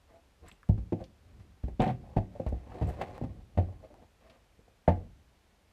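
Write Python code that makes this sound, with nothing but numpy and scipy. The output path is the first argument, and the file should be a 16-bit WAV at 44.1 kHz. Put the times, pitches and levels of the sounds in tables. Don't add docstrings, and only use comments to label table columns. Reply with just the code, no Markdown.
import sys
import numpy as np
from scipy import signal
from scipy.fft import rfft, irfft
from scipy.io import wavfile

SR = 44100
rng = np.random.default_rng(int(sys.argv[2]) if len(sys.argv) > 2 else 0)


def persist_wave(psi):
    counts = np.round(np.clip(psi, -1, 1) * 32767).astype(np.int16)
    wavfile.write(sys.argv[1], SR, np.atleast_2d(counts).T)


N = 252384


def amp(db):
    return 10 ** (np.asarray(db) / 20)


def evened(x):
    return x / np.sqrt(np.mean(x ** 2) + 1e-20)


def read(points, hz):
    f, value = np.transpose(points)
    return np.interp(np.log(hz + 1), np.log(f + 1), value)


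def add(mix, s, sound):
    part = mix[max(round(s * SR), 0):][:len(sound)]
    part += sound[:len(part)]


def coloured(x, points):
    hz = np.fft.rfftfreq(len(x), 1 / SR)
    return evened(irfft(rfft(x) * amp(read(points, hz)), len(x)))


def swing(t, hz, rise_s, t60):
    return amp(-60 * t / t60) * np.sin(2 * np.pi * hz * t) * (1 - np.exp(-t / rise_s))


def grains(per_s, spread_db):
    size = amp(spread_db * np.minimum(rng.exponential(1, N), 4))
    happens = rng.random(N) < per_s / SR
    return evened(size * rng.standard_normal(N) * happens)


# (frequency [Hz], relative density [dB per Hz])
AIR_SPECTRUM = [(20, -7.5), (45, -2.5), (73, -3), (100, -22), (180, -16), (300, -17), (700, -18.5),
                (1200, -23.5), (2500, -26), (5000, -31.5), (10000, -38), (14000, -41.5)]
AIR_DB = -66.5


def air():
    return amp(AIR_DB) * coloured(rng.standard_normal(N), AIR_SPECTRUM)


# (time of greatest pressure [s], swell [s], fade [s],
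# board rub level [dB], grit level [dB], deck rumble level [dB])
SLIDES = [(0.125, 0.049, .12, -60.5, -72, -79), (0.445, 0.037, 0.065, -57.5, -74, -52.5),
          (0.485, 0.049, 0.028, -64.5, -57.5, -67), (0.525, 0.015, 0.027, -63.5, -72, -57),
          (1.015, 0.042, 0.042, -48, -67.5, -68), (1.42, 0.39, 0.25, -75, -81, -55.5),
          (1.834, 0.036, .11, -37, -54, -46), (2.1, 0.2, 0.35, -61, -75, -51.5),
          (2.36, 0.082, 0.25, -56, -69.5, -55), (2.54, 0.12, 0.19, -65, -71.5, -57),
          (2.8, 0.2, 0.48, -47, -60, -48), (2.885, 0.038, 0.039, -39, -56.5, -31.5),
          (3.029, 0.082, 0.037, -40, -56.5, -42.5), (3.12, 0.1, 0.15, -49, -61, -47),
          (3.28, 0.14, 0.25, -62.5, -75.5, -44.5), (3.608, 0.084, 0.21, -53.5, -71, -42.5),
          (3.85, 0.062, 0.03, -54, -70, -63), (3.96, 0.13, 0.12, -58, -76, -63),
          (4.029, 0.031, 0.038, -55, -72, -59), (4.3, 0.13, 0.12, -61, -67.5, -66),
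          (4.93, 0.028, 0.19, -52.5, -73, -53)]
SLIDE_EDGE_DB = -20


def slide_power(levels_db):
    t, power = np.arange(N) / SR, np.zeros(N)
    for (s, swell_s, fade_s, *_), db in zip(SLIDES, levels_db):
        away = (t - s) / np.where(t < s, swell_s, fade_s)
        near = abs(away) < 2
        power[near] += amp(db + SLIDE_EDGE_DB * away[near] ** 2) ** 2
    return power


SHUDDER_DB, SHUDDER_T60, REST_DB = -25, 0.72, -70.5


def deck():
    # (frequency [Hz], relative density [dB per Hz])
    colour = [(20, -17.0), (45, 3), (72, 4.5), (105, 1.5), (135, -7.5), (185, -8.5),
              (260, -14.5), (400, -19.5), (900, -48.0), (2000, -80)]
    t = np.arange(SR) / SR
    power = amp(REST_DB) ** 2 + slide_power([db for *_, db in SLIDES])
    for s, thump_db, *_ in KNOCKS:
        add(power, s, amp(thump_db + SHUDDER_DB - 60 * t / SHUDDER_T60) ** 2)
    return np.sqrt(power) * coloured(rng.standard_normal(N), colour)


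def judder(depth_db=2.5, count=380):
    gain_db = depth_db * np.clip(rng.standard_normal(count), -2, 2)
    return amp(np.interp(np.arange(N), np.linspace(0, N, count), gain_db))


# (frequency [Hz], level in a blow [dB], t60 [s])
BOARDS = [(101, 3.5, 0.17), (131.5, 0.5, 0.13), (144, 0.5, 0.07), (162.2, 0.5, 0.21), (186.5, -13, 0.51),
          (215.5, 4, 0.096), (239, 0, 0.16), (251.2, -6.5, 0.23), (297.6, -2.5, 0.23), (336.8, -1.5, 0.16),
          (380.6, -6, 0.2), (462.2, 1.5, 0.12), (496.7, -3, 0.098), (533.8, -1, 0.17), (583.5, 5.5, 0.041),
          (596.3, -2.5, 0.12), (641, -0.5, 0.13), (671.7, -9, 0.15), (719.4, -1.5, 0.15), (745, -7, 0.15),
          (787, 4.5, 0.081), (839.6, -8.5, 0.17), (888, 1, 0.084), (959.6, -11, 0.1146), (1049, -11.5, 0.1)]
# (frequency [Hz], relative density [dB per Hz])
RUB_SPECTRUM = [(120, -19.5), (250, -5), (380, -5), (480, -2.5), (620, -2.5), (800, -3), (950, -10.5),
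                (1200, -10.5), (1600, -31), (3000, -40)]


def drag(ring_share=0.84, wander_db=6.0, count=120):
    slips, t = grains(per_s=1500, spread_db=1.0), np.arange(SR // 4) / SR
    ringing, knots = np.zeros(N), np.linspace(0, N / SR, count)
    for hz, _, t60 in BOARDS:
        knot_gain = amp(wander_db * rng.standard_normal(len(knots)))
        coupling = np.interp(np.arange(N) / SR, knots, knot_gain)
        mode = amp(-60 * t / t60) * np.sin(2 * np.pi * hz * t)
        ringing += signal.oaconvolve(slips * coupling, mode)[:N]
    rung = ring_share * coloured(ringing, RUB_SPECTRUM)
    rub = rung + (1 - ring_share) * coloured(slips, RUB_SPECTRUM)
    return np.sqrt(slide_power([db for *_, db, _, _ in SLIDES])) * evened(rub)


# (frequency [Hz], relative density [dB per Hz])
GRIT_SPECTRUM = [(600, -29), (1000, 3), (1300, -1), (1700, 0), (2400, -2), (3200, -9.5), (4300, -9.5),
                 (5200, -15.5), (8000, -19.5), (13500, -30)]
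# (frequency [Hz], level [dB], t60 [s])
CRUNCH_TONES = [(1094, 8, 0.02), (1200, 1.5, 0.034), (1554, 0, 0.014), (1838, 1, .035),
                (2050, -1.5, 0.0398), (2467, -11.5, 0.031), (2625, -0.5, .04), (3030, 0.5, 0.032),
                (3320, -2, .04), (3950, -13.5, 0.018)]
PIVOT_DB, TREBLE_GROWTH = -58, 0.51


def grit(pressure, crush_t60=0.099, rise_s=0.0019, crush_db=3, tone_share=.36,
         dull_hz=2400, sharp_hz=5000):
    t, power, treble_power = np.arange(SR // 2) / SR, np.zeros(N), np.zeros(N)
    crush = amp(crush_db - 60 * t / crush_t60) * (1 - np.exp(-t / rise_s))
    for s, *_, grit_db in KNOCKS:
        treble_db = PIVOT_DB + TREBLE_GROWTH * (grit_db - PIVOT_DB)
        add(power, s, (amp(grit_db) * crush) ** 2)
        add(treble_power, s, (amp(treble_db) * crush) ** 2)
    sliding = pressure ** 2 * slide_power([db for *_, db, _ in SLIDES])
    cracks = grains(per_s=4000, spread_db=1.0)
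    tones = sum(amp(db - 60 * t / t60) * np.cos(2 * np.pi * hz * t) for hz, db, t60 in CRUNCH_TONES)
    pitched = coloured(signal.oaconvolve(cracks, tones)[:N], GRIT_SPECTRUM)
    crunch = evened((1 - tone_share) * coloured(cracks, GRIT_SPECTRUM) + tone_share * pitched)
    treble_share = np.interp(np.fft.rfftfreq(N, 1 / SR), [dull_hz, sharp_hz], [0, 1])
    treble = irfft(rfft(crunch) * treble_share, N)
    return np.sqrt(power + sliding) * (crunch - treble) + np.sqrt(treble_power + sliding) * treble


# (time [s], level [dB])
CLINKS = [(0.484, -53), (0.524, -64), (2.873, -61), (2.885, -68), (2.905, -68)]
# (frequency [Hz], level relative to the clink [dB], t60 [s])
BUCKLE = [(7650, -0.5, 0.033), (8100, -1, 0.027), (9200, -6, 0.023), (10400, -12.5, .02), (11600, -14, .02),
          (12700, -11.5, 0.02), (13300, -13.5, .02)]


def halter():
    t, out = np.arange(SR // 8) / SR, np.zeros(N)
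    for s, level_db in CLINKS:
        for hz, db, t60 in BUCKLE:
            detuned_hz = hz * (1 + 0.014 * rng.standard_normal())
            add(out, s, amp(level_db + db - 60 * t / t60) * np.sin(2 * np.pi * detuned_hz * t))
    return out


# (time [s], level [dB], centre frequency [Hz], width [octaves], t60 [s])
TICKS = [(0.515, -51.5, 2940, 0.51, 0.03), (0.631, -52, 1270, .6, 0.04), (1.04, -54.5, 3420, 0.91, 0.048),
         (1.803, -39.5, 2920, 0.62, 0.048), (1.818, -52.5, 7260, 0.54, 0.04),
         (1.878, -48, 3180, 0.6, 0.038), (2.135, -54, 650, 0.67, 0.044), (2.718, -47.5, 790, 0.97, 0.069),
         (2.488, -64.5, 6000, 1.3, 0.058), (2.887, -60.5, 9800, 2.1, 0.12),
         (3.015, -46.5, 1680, 1.9, 0.042), (3.18, -42, 680, 0.68, 0.054), (3.942, -53.5, 690, 0.64, 0.079),
         (4.298, -58.5, 2900, 0.89, 0.081), (4.877, -42, 1750, 0.63, 0.14)]


def ticks():
    t, out = np.arange(SR // 4) / SR, np.zeros(N)
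    hz = np.fft.rfftfreq(len(t), 1 / SR) + 1
    for s, db, centre_hz, octaves, t60 in TICKS:
        band = 1 / (1 + (np.log2(hz / centre_hz) / octaves) ** 2) ** 2
        burst = evened(irfft(rfft(rng.standard_normal(len(t))) * band, len(t)))
        add(out, s, burst * amp(db - 60 * t / t60))
    return out


# (time [s], deck thump level [dB], thump frequency [Hz], low board ring level [dB],
# high board ring level [dB], place along the board [0-1], hollow clop level [dB], clop frequency [Hz],
# grit level before the crush gain [dB])
KNOCKS = [(0.6895, -15, 60.3, -31, -42.5, 0.32, -11.5, 162.5, -60.5),
          (0.694, -14.5, 100.5, -46, -42, 0.5, -33.5, 638, -64.5),
          (0.777, -23.5, 58, -47, -53.5, 0.85, -25.5, 200, -62.5),
          (0.922, -36, 109, -28.5, -36, 0.63, -13.5, 336.6, -54.5),
          (1.007, -38.5, 60.8, -45.5, -50, 0.58, -38, 635, -84),
          (1.395, -41.5, 97.4, -65, -67, 0.8, -42.5, 170, -68),
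          (1.635, -21, 58.2, -37.5, -53.5, 0.27, -40, 214, -62),
          (1.679, -27, 56, -44.5, -47, 0.41, -40.5, 417, -62.5),
          (1.795, -23, 42.3, -30.5, -25, 0.57, -13.5, 237, -47.5),
          (1.802, -22, 146.5, -35, -32.5, 0.94, -18, 747, -39),
          (1.819, -42, 136, -32, -32, 0.58, -23, 707, -36.5),
          (1.838, -36, 118, -43, -43, 0.51, -17, 738, -41.5),
          (1.861, -20.5, 109.7, -27, -33, 0.6, -26, 710, -49),
          (1.879, -34, 124, -61, -39, 0.28, -18, 748, -46),
          (1.896, -21.5, 126.5, -32.5, -37.5, 0.4, -20.5, 727, -48),
          (2.164, -21, 40.2, -27, -29.5, 0.51, -12, 173, -46),
          (2.174, -32, 90.5, -30, -39, 0.57, -22.5, 670, -51),
          (2.352, -70, 68, -58, -48, 0.72, -34, 580, -69),
          (2.397, -49, 111, -38.5, -41, 0.34, -23, 528, -58.5),
          (2.4637, -20, 62, -45, -36.5, 0.03, -31, 630, -51.5),
          (2.522, -20, 63.2, -40, -41, 0.34, -40, 558, -68.5),
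          (2.813, -21, 69.6, -30.5, -33.5, 0.74, -24, 790, -51),
          (2.822, -20, 98, -31.5, -60, 0.25, -31, 468, -60),
          (3.011, -55, 63.5, -58, -33, 0.56, -25.5, 670, -40),
          (3.213, -33, 52, -33.5, -45, 0.14, -16, 143, -61),
          (3.235, -29.5, 134, -38.5, -43.5, 0.31, -21.5, 252, -57),
          (3.574, -16, 89.2, -54, -36.5, 0.21, -15.5, 169, -46.5),
          (3.5842, -21.5, 89.4, -33, -31.5, 0.22, -25, 720, -65),
          (4.588, -63.5, 52, -63, -58, 0.13, -49, 470, -94),
          (4.676, -57.5, 66.4, -68, -61, 0.45, -54, 704, -77),
          (4.8777, -20.5, 181.4, -24.5, -29, 0.14, -10, 670, -42.5),
          (4.884, -11, 89.7, -47, -22.5, 0.28, -22, 728, -42.5)]
HARD_HZ, OCTAVE_STEP_DB = 795, 41


def hooves(thump_t60=0.18, sink_s=0.0052, contact_s=0.00092, low_hz=220, high_hz=520,
           clop_t60=0.056, clop_rise_s=0.0039, bending_hz=20,
           sway_db=-24, sway_hz=41, sway_t60=0.62):
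    t, out = np.arange(SR // 2) / SR, np.zeros(N)
    hz, db, t60 = np.transpose(BOARDS)
    lag = np.sqrt(hz / bending_hz)
    decays = amp(db[:, None] - 60 * t / t60[:, None])
    rings = decays * np.sin(2 * np.pi * hz[:, None] * t - lag[:, None])
    rings = rings * (1 - np.exp(-t / contact_s))
    for s, thump_db, thump_hz, low_db, high_db, place, clop_db, clop_hz, grit_db in KNOCKS:
        hard_hz = HARD_HZ * 2 ** ((grit_db - PIVOT_DB) / OCTAVE_STEP_DB)
        blow = amp(np.interp(hz, [low_hz, high_hz], [low_db, high_db]))
        soft = np.sqrt(1 + (hz / hard_hz) ** 8)
        shape = np.cos(np.pi * np.arange(len(hz)) * place)
        sway = amp(sway_db) * swing(t, sway_hz, sink_s, sway_t60)
        thump = amp(thump_db) * (swing(t, thump_hz, sink_s, thump_t60) + sway)
        clop = amp(clop_db) * swing(t, clop_hz, clop_rise_s, clop_t60)
        add(out, s, (blow * shape / soft) @ rings + thump + clop)
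    return out


# (frequency [Hz], t60 [s])
PORCH_DECAY = [(80, 0.44), (250, 0.4), (700, 0.21), (2000, 0.21), (8000, 0.22)]


def porch(x, wet_db=-13.0, build_s=0.016):
    # (frequency [Hz], level [dB])
    colour = [(40, -15.0), (100, -19.5), (180, -3), (700, -6.5), (2000, -1.0), (10000, 0)]
    hz, t, z = signal.stft(rng.standard_normal(SR), SR, nperseg=256)
    level_db = -60 * t / read(PORCH_DECAY, hz)[:, None] + read(colour, hz)[:, None]
    tail = signal.istft(z * amp(level_db), SR, nperseg=256)[1]
    tail = tail * (1 - np.exp(-(np.arange(len(tail)) / SR / build_s) ** 2))
    return amp(wet_db) * signal.fftconvolve(x, tail / np.linalg.norm(tail))[:N]


def scene():
    pressure = judder()
    horse = hooves() + grit(pressure) + pressure * drag() + ticks() + halter()
    return (horse + porch(horse) + deck() + air())[None]


def record(dry, low_cut_hz=30, edge_hz=14300):
    thin = signal.sosfilt(signal.butter(2, low_cut_hz, "highpass", fs=SR, output="sos"), dry)
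    low_pass = signal.firwin(255, edge_hz, window=("kaiser", 9), fs=SR)
    return signal.oaconvolve(thin, low_pass[None], "same")


dry = scene()
out = record(dry)
persist_wave(out)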